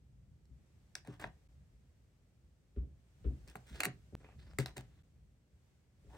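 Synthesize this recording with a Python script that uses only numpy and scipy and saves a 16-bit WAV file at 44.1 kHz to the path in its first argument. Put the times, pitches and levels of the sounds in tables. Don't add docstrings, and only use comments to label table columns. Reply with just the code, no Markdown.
import sys
import numpy as np
from scipy import signal
from scipy.fft import rfft, irfft, next_fast_len
from scipy.io import wavfile
from scipy.ndimage import uniform_filter1d

SR = 44100
rng = np.random.default_rng(int(sys.argv[2]) if len(sys.argv) > 2 else 0)


def transcribe(u):
    v = np.clip(np.atleast_2d(u).T, -1, 1)
    q = np.round(v * 32767).astype(np.int16)
    wavfile.write(sys.argv[1], SR, q)


N = 272317

# f/Hz, level/dB
RUMBLE_COLOUR = [(15, -23.5), (25, -13), (36, -8.5), (50, 0), (70, 0.5), (97, -7), (125, -5.5),
                 (206, -16.5), (280, -27.5), (416, -42.5), (700, -55.5), (2000, -79)]
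HISS_COLOUR = [(100, 1.5), (500, 13.5), (1000, 4.5), (2000, 5), (4000, 0), (8800, -1), (10500, -13.5),
               (12500, -4), (14000, -23), (16000, -10)]
HUM_COLOUR = [(30, -8.5), (120, 1), (250, -5.5), (400, -10.5), (700, -21), (2000, -48)]
# t/s, level/dB
RUMBLE_LEVEL = [(0, -63.5), (.55, -61.5), (.95, -67), (1.24, -56.5), (1.5, -66.5), (1.8, -61.5), (2.1, -68),
                (2.5, -68), (2.95, -62.5), (3.15, -67.5), (3.4, -57), (3.6, -66), (4.05, -62.5),
                (4.4, -57.5), (4.85, -57), (5.4, -72), (5.95, -65.5), (6.17, -60.5)]
HISS_LEVEL = [(0, -83), (.48, -82.5), (.67, -79), (1.35, -78), (1.6, -80), (2.6, -82), (2.95, -81.5),
              (3.3, -74.5), (3.8, -71.5), (4.0, -76), (4.83, -76), (5.1, -81), (5.45, -83), (5.68, -79),
              (5.93, -82), (6.17, -72.5)]
# f/Hz, t60/s
ROOM_DECAY = [(70, 0.55), (300, 0.28), (1000, 0.2), (5000, 0.2), (14000, 0.021)]
# f/Hz, likeness (1 = the same)
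STEREO_LIKENESS = [(100, 0.96), (300, 0.66), (900, 0.39), (2000, 0.051), (4000, 0.03), (12000, 0.11)]

# t/s, level/dB, softness (0 to 1)
BUMPS = [(0.49, -53, 1), (1.076, -49.5, 0.06), (1.235, -53.5, 0.48), (2.761, -32.5, 0.92),
         (3.243, -28.5, 0.91), (3.47, -68, 0.08), (3.552, -57.5, 0.03), (3.702, -45, 0.99),
         (3.858, -45.5, 0), (4.125, -57, 0.03), (4.587, -35.5, 0.06), (4.769, -51.5, 0.18),
         (6.043, -64.5, 0.25), (6.062, -57.5, 0.75)]
# f/Hz, level/dB, t60/s
DESK_MODES = [(60, 0, .115), (76, -25, .16), (125, 0, .22), (138, -4, .17), (172, -5, .17), (205, -4, .14),
              (250, -10, .16), (302, -6, .2), (325, -11, .16), (380, 1, .14), (410, -1, .12),
              (455, -11, .12), (545, -8, .12), (662, -19, .07), (743, -17, .1)]
# low f/Hz, high f/Hz
DESK_BANDS = [(35, 95), (95, 280), (280, 800)]
# softness, sway/dB, boom/dB, knock/dB
LANDINGS = [(0, -21.5, -0.5, -5), (0.502, -1.5, -2.5, -13), (0.899, -2.5, -21, -19.5),
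            (1, -0.5, -12.5, -35)]
# f/Hz, level/dB
CLOTH_COLOUR = [(130, 4), (300, -4.5), (560, -19)]

# start t/s, end t/s, level/dB, brightness/(dB per octave), scrape f/Hz, scrape above level/dB
RUBS = [(0.956, 0.988, -67.5, -0.5, 2300, -4), (1.048, 1.158, -72.5, -3, 990, 1.5),
        (1.192, 1.245, -61, -4, 1550, -5), (1.213, 1.273, -65.5, -4, 860, 7),
        (3.47, 3.517, -67, -1.5, 2540, -6), (3.655, 3.774, -70, 0, 3680, -8),
        (3.722, 3.822, -66, -2, 4220, -4.5), (3.797, 3.821, -60, -4.5, 1900, -2),
        (3.841, 3.862, -56, -6, 1890, -2), (4.198, 4.238, -74, -5.5, 1470, -6),
        (4.242, 4.264, -73, -6.5, 2300, 3.5), (4.28, 4.338, -81, -8, 2400, 4),
        (4.383, 4.448, -75, -2.5, 4100, 1), (4.455, 4.517, -76.5, -4.5, 4500, 0.5),
        (4.596, 4.619, -54.5, 0.5, 1650, -18), (4.659, 4.694, -60, -1.5, 890, -1),
        (4.761, 4.794, -57.5, -2, 690, 1.5), (4.817, 5.02, -89, -3.5, 3370, -1),
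        (6.087, 6.183, -76.5, -1, 850, 9.5), (6.131, 6.19, -82.5, -10.5, 1610, 4)]
# low f/Hz, high f/Hz
RUB_BANDS = [(350, 1300), (1300, 3200), (3200, 6200), (6200, 16000)]
RUB_BAND_DB = [-1.6, 1.2, -2, -3.5]
# f/Hz, level/dB
FRICTION_COLOUR = [(300, 9.5), (550, -3.5), (850, -5.5), (1200, -8.5), (1750, 0.5), (2400, -10), (3100, -6),
                   (4400, -14), (6500, -11), (9000, -7), (10500, -13), (12500, -17.5), (16000, -14.5)]

# t/s, kind of touch, level/dB, brightness/(dB per octave), contact/s, barrel f/Hz
CLICKS = [(0.454, "tick", -85.5, 4.5, 0.0012, 2010), (0.9525, "tick", -41.5, 0, 0.0013, 1840),
          (1.048, "graze", -64.5, -2.5, 0.0024, 2040), (1.073, "graze", -57.5, -0.5, 0.0009, 2030),
          (1.196, "graze", -57, 0, 0.0034, 1620), (1.2125, "graze", -61, 3.5, 0.0015, 2500),
          (1.2412, "knock", -42.5, -0.5, 0.00073, 1370), (3.477, "tick", -76, 8, 0.00032, 2020),
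          (3.4833, "tick", -71, 5, 0.0008, 2200), (3.4985, "tick", -78, 10, 0.00056, 2300),
          (3.555, "tap", -47.5, 1, 0.0014, 1480), (3.8034, "clack", -33, 0, 0.0015, 2460),
          (3.821, "clack", -55, -0.5, 0.0003, 2300), (3.8332, "clack", -34, -0.5, 0.0019, 2030),
          (3.8469, "clack", -39.5, 1, 0.0018, 2390), (3.8531, "clack", -34, 1, 0.00093, 1970),
          (3.862, "clack", -56, 2, 0.0011, 2448), (4.288, "graze", -71, -8, 0.001, 1510),
          (4.3195, "clack", -76, -4, 0.00051, 2300), (4.534, "graze", -66, -1.5, 0.00067, 1970),
          (4.5855, "clack", -35.5, 0, 0.0016, 1660), (4.593, "graze", -49.5, 1.5, 0.0051, 1650),
          (4.6591, "cap", -47, 0.5, 0.00077, 1680), (4.7668, "graze", -49.5, 1.5, 0.0029, 2600),
          (4.7795, "graze", -49, 1, 0.00046, 2860), (4.809, "graze", -62, 1.5, 0.00033, 2800)]
# f/Hz, level/dB, t60/s
PEN_MODES = [(660, -2, .013), (740, 1, .016), (930, -3, .011), (1230, -2, .01), (1430, 0, .012),
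             (1610, 1, .014), (1880, 1.5, .014), (2200, -3, .011), (2600, -2.5, .012), (2820, -3, .01),
             (3080, -6, .009), (3500, -1, .011), (3850, -2, .011), (4250, -1, .01), (4650, 0, .008),
             (4950, -1, .006), (5400, -2, .009), (7100, -2, .008), (7700, -1, .008), (8450, -1, .009),
             (9200, -1, .008), (10700, -1, .008), (11500, -4, .008), (12500, -3, .008), (15200, -8, .008)]
# low f/Hz, high f/Hz
CLICK_BANDS = [(500, 1100), (1100, 3200), (3200, 6200), (6200, 9800), (9800, 16000)]
TOUCHES = {"clack": (-14, 0, -12, -7, -10, -16.5, 4352), "tick": (-22, -4.5, -2, -7.5, -19.5, -20.5, 4906),
           "knock": (-1, 1.5, -44, -34, -32, -33, 4511), "tap": (2.5, -3, -43, -20, -16, -15.5, 4500),
           "cap": (-1.5, -1.5, 1, -13, -10, -13, 3836),
           "graze": (-2.5, -3.5, -10, -8, -13.5, -19.5, 4200.5)}

# f/Hz, left minus right/dB
LEFT_LOUDER = [(60, 2), (300, 1), (900, 2), (1300, 4.5), (1850, 3.5), (2550, -10), (3800, -4.5),
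               (5300, 2.5), (8000, 0), (12000, 0)]
# f/Hz, phase/rad
LEFT_AHEAD = [(0, 0), (30, 0.05), (60, 0.13), (250, 0.35), (2240, 0.6), (4220, 6.0), (6200, 6.9),
              (7150, 8.1), (7750, 6.8), (8610, 5.9), (12600, -0.9), (15200, -5.9), (16400, -6.3)]
# start t/s, end t/s
DIPS = [(1.477, 1.487), (4.153, 4.165), (5.025, 5.033)]
# t/s, level/dB
POP = (4.1525, -34)


def amp(db):
    return 10 ** (np.asarray(db) / 20)


def unit(x, size=None):
    return x / np.sqrt(np.mean(x[..., :size] ** 2) + 1e-20)


def along(points, hz):
    freqs, values = np.transpose(points)
    return np.interp(np.log(hz + 1), np.log(freqs + 1), values)


def tilt(bands, db_per_octave, pivot_hz):
    return db_per_octave * np.log2(np.sqrt(np.prod(bands, axis=1)) / pivot_hz)


def add(track, s, sound):
    start = round(s * SR)
    track[:, start:start + sound.shape[-1]] += sound[..., :N - start]


def band(x, lo, hi):
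    return signal.sosfilt(signal.butter(N=3, Wn=[lo, hi], btype="band", fs=SR, output="sos"), x)


def filtered(x, gain):
    size = next_fast_len(N + SR // 4, True)
    return irfft(rfft(x, size) * gain(np.fft.rfftfreq(size, 1 / SR)), size)[:, :N]


def wobble(t, per_s, points=1024):
    return np.interp(t * per_s, np.arange(points), rng.standard_normal(points))


def noise(size, spectrum=None):
    padded = next_fast_len(size, True)
    hz = np.fft.rfftfreq(padded, 1 / SR)
    spread = np.arccos(np.clip(along(STEREO_LIKENESS, hz), -1, 1)) / 2
    colour = amp(along(spectrum, hz)) if spectrum else 1
    white = rfft(rng.standard_normal((2, padded)))
    mid, side = irfft(white * colour * [np.cos(spread), np.sin(spread)], padded)[:, :size]
    return unit(np.array([mid + side, mid - side]))


def ring(modes, lo, hi, t, rise_cycles, rise_s, scatter_db, detune, lean_db):
    out = np.zeros((2, len(t)))
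    for hz, db, t60 in modes:
        if lo <= hz < hi:
            strength, grip, side = rng.normal(size=3)
            phase = rng.uniform(0, 2 * np.pi)
            swell = 1 - np.exp(-(t / (rise_s + rise_cycles / hz)) ** 2)
            decay = amp(db + scatter_db * strength - 60 * t / t60)
            wave = np.sin(2 * np.pi * hz * (1 + detune * grip) * t + phase)
            out += amp(lean_db * np.array([[side], [-side]])) * (decay * swell * wave)
    return out


def background(waver_db=3.5, hum_db=-76):
    t = np.arange(N) / SR
    waver = waver_db * wobble(t, per_s=13, points=256)
    rumble = amp(np.interp(t, *np.transpose(RUMBLE_LEVEL)) + waver) * noise(N, RUMBLE_COLOUR)
    hiss = amp(np.interp(t, *np.transpose(HISS_LEVEL))) * noise(N, HISS_COLOUR)
    return rumble + hiss + amp(hum_db) * noise(N, HUM_COLOUR)


def room_echo(x, onset_s=0.00053):
    hz, t, spectrum = signal.stft(noise(SR // 2), SR, nperseg=256)
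    decay = amp(-60 * t / along(ROOM_DECAY, hz)[:, None])
    tail = signal.istft(spectrum * decay, SR, nperseg=256)[1]
    tail *= np.clip(np.arange(tail.shape[1]) / SR / onset_s - .5, 0, 1)
    return signal.fftconvolve(x, tail / np.linalg.norm(tail[0]), axes=1)[:, :N]


def desk_bumps(mute_db=19, sway_lag_s=0.0081, cloth_db=-19.5, cloth_peak_s=0.05, brush_db=-16.5):
    out, t = np.zeros((2, N)), np.arange(SR // 3) / SR
    attack = SR * 6 // 100
    softness_steps, *band_curves = np.transpose(LANDINGS)
    for s, strength_db, soft in BUMPS:
        levels = [strength_db + np.interp(soft, softness_steps, curve) for curve in band_curves]
        modes = [(hz, db - soft * mute_db * max(np.log2(hz / 450), 0), t60) for hz, db, t60 in DESK_MODES]
        push_cycles = .8 + 2.6 * soft
        sinking = t + soft * 0.0015 * (1 - np.exp(-t / 0.1))
        lags = (soft * sway_lag_s, 0, 0)
        for (lo, hi), db, lag in zip(DESK_BANDS, levels, lags):
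            thud = ring(modes, lo, hi, sinking, push_cycles, rise_s=0.00052 * soft,
                        scatter_db=3.0, detune=0.012, lean_db=1.36)
            add(out, s + lag, amp(db) * unit(thud, attack))
        squash = (t / cloth_peak_s) ** 2 * np.exp(2 - 2 * t / cloth_peak_s)
        rustle = unit(band(noise(len(t), CLOTH_COLOUR), 110, 560))
        add(out, s, soft ** 2 * amp(strength_db + cloth_db) * squash * rustle)
        brush = unit(band(noise(len(t), [(1400, -2.0), (2200, -9.0), (4000, -13.0)]), 1000, 3700))
        add(out, s, soft * amp(levels[2] + brush_db - 60 * t / 0.26) * brush)
    return out


def rubs(grain_db=4, pressure_db=2.5, rise_share=0.19, fade_s=0.026, scrape_ratio=1.186, glide=0.18):
    out, t = np.zeros((2, N)), np.arange(SR // 4) / SR
    for start, end, strength_db, brightness, scrape_hz, scrape_db in RUBS:
        levels = strength_db + tilt(RUB_BANDS, brightness, pivot_hz=2660) + RUB_BAND_DB
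        length = max(end - start, fade_s)
        fade_in = np.clip(t / (rise_share * length), 0, 1)
        stroke = fade_in * np.clip((length + fade_s - t) / (2 * fade_s), 0, 1)
        slips = unit(amp(grain_db * wobble(t, per_s=700) + pressure_db * wobble(t, per_s=70)))
        for (lo, hi), db in zip(RUB_BANDS, levels):
            friction = noise(len(t), FRICTION_COLOUR)[0] * slips
            add(out, start, amp(db) * stroke * unit(band(friction, lo, hi)))
        grit = rng.standard_normal(len(t)) * slips
        scrape = unit(band(grit, scrape_hz / scrape_ratio, scrape_hz * scrape_ratio))
        climbing = np.cumsum(1 + glide * (np.minimum(t / length, 1) - .5)) / SR
        add(out, start, amp(strength_db + scrape_db) * stroke * np.interp(climbing, t, scrape))
    return out


def pen_contacts(bounces=2, first_gap_s=0.008, gap_shrink=0.65, loss_db=2):
    *graze_colour, _, _ = TOUCHES["graze"]
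    for s, touch, db, brightness, contact_s, barrel_hz in CLICKS:
        *colour, bounce_db, clip_hz = TOUCHES[touch]
        levels = db + tilt(CLICK_BANDS, brightness, pivot_hz=1970)
        yield s, levels + colour, contact_s, barrel_hz, clip_hz
        for k in range(bounces):
            s += first_gap_s * gap_shrink ** k
            yield s, levels + graze_colour + bounce_db - k * loss_db, contact_s, barrel_hz, clip_hz


def strike_spot_db(hz, barrel_hz, clip_hz, cut_db=9, barrel_octaves=0.7, clip_octaves=0.33):
    from_barrel = abs(np.log2(hz / barrel_hz)) / barrel_octaves
    from_clip = abs(np.log2(hz / clip_hz)) / clip_octaves
    return -cut_db * min(from_barrel, from_clip, 1) ** 2


def pen_clicks(chatter_db=-1):
    out, t = np.zeros((2, N)), np.arange(SR // 16) / SR
    attack = SR * 6 // 1000
    for s, levels, contact_s, barrel_hz, clip_hz in pen_contacts():
        burst = (1 - np.exp(-(t / contact_s) ** 2)) * amp(-60 * t / (9 * contact_s))
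        modes = [(hz, db + strike_spot_db(hz, barrel_hz, clip_hz), t60) for hz, db, t60 in PEN_MODES]
        colour = [(hz, db) for hz, db, t60 in modes]
        for (lo, hi), db in zip(CLICK_BANDS, levels):
            tone = ring(modes, lo, hi, t, rise_cycles=.15, rise_s=.7 * contact_s,
                        scatter_db=2, detune=.02, lean_db=1.5)
            chatter = unit(band(noise(len(t), colour)[0] * burst, lo, hi), attack)
            chatter_gain = amp(chatter_db) * np.sqrt(lo / 3000)
            add(out, s, amp(db) * unit(unit(tone, attack) + chatter_gain * chatter, attack))
    return out


def microphone_sides(hz):
    sides = np.array([[.5], [-.5]])
    return amp(sides * along(LEFT_LOUDER, hz)) * np.exp(1j * sides * along(LEFT_AHEAD, hz))


def scene(pen_echo_db=-13, rub_echo_db=-10, desk_echo_db=-19):
    pens, sliding, thuds = pen_clicks(), rubs(), desk_bumps()
    near = filtered(pens + sliding + thuds, microphone_sides)
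    walls = room_echo(amp(pen_echo_db) * pens + amp(rub_echo_db) * sliding + amp(desk_echo_db) * thuds)
    return near + walls + background()


def record(dry, dip_db=-17, low_cut_hz=39, high_cut_hz=16300, pop_rise_s=0.007, pop_hz=85):
    t, gain = np.arange(N) / SR, np.ones(N)
    for start, end in DIPS:
        gain[(t > start) & (t < end)] = amp(dip_db)
    s, db = POP
    swell = amp(db) * np.exp(-np.abs(t - s) / pop_rise_s) * (t < s)
    swing = swell * np.cos(2 * np.pi * pop_hz * (t - s))
    pop = signal.lfilter([.6], [1, -.4], swing)
    bass_cut = filtered(dry, lambda hz: 1 - 1 / (1 + (hz / low_cut_hz) ** 6))
    heard = bass_cut * uniform_filter1d(gain, size=64) - pop
    return filtered(heard, lambda hz: 1 / (1 + (hz / high_cut_hz) ** 150))


dry = scene()
out = record(dry)
transcribe(out)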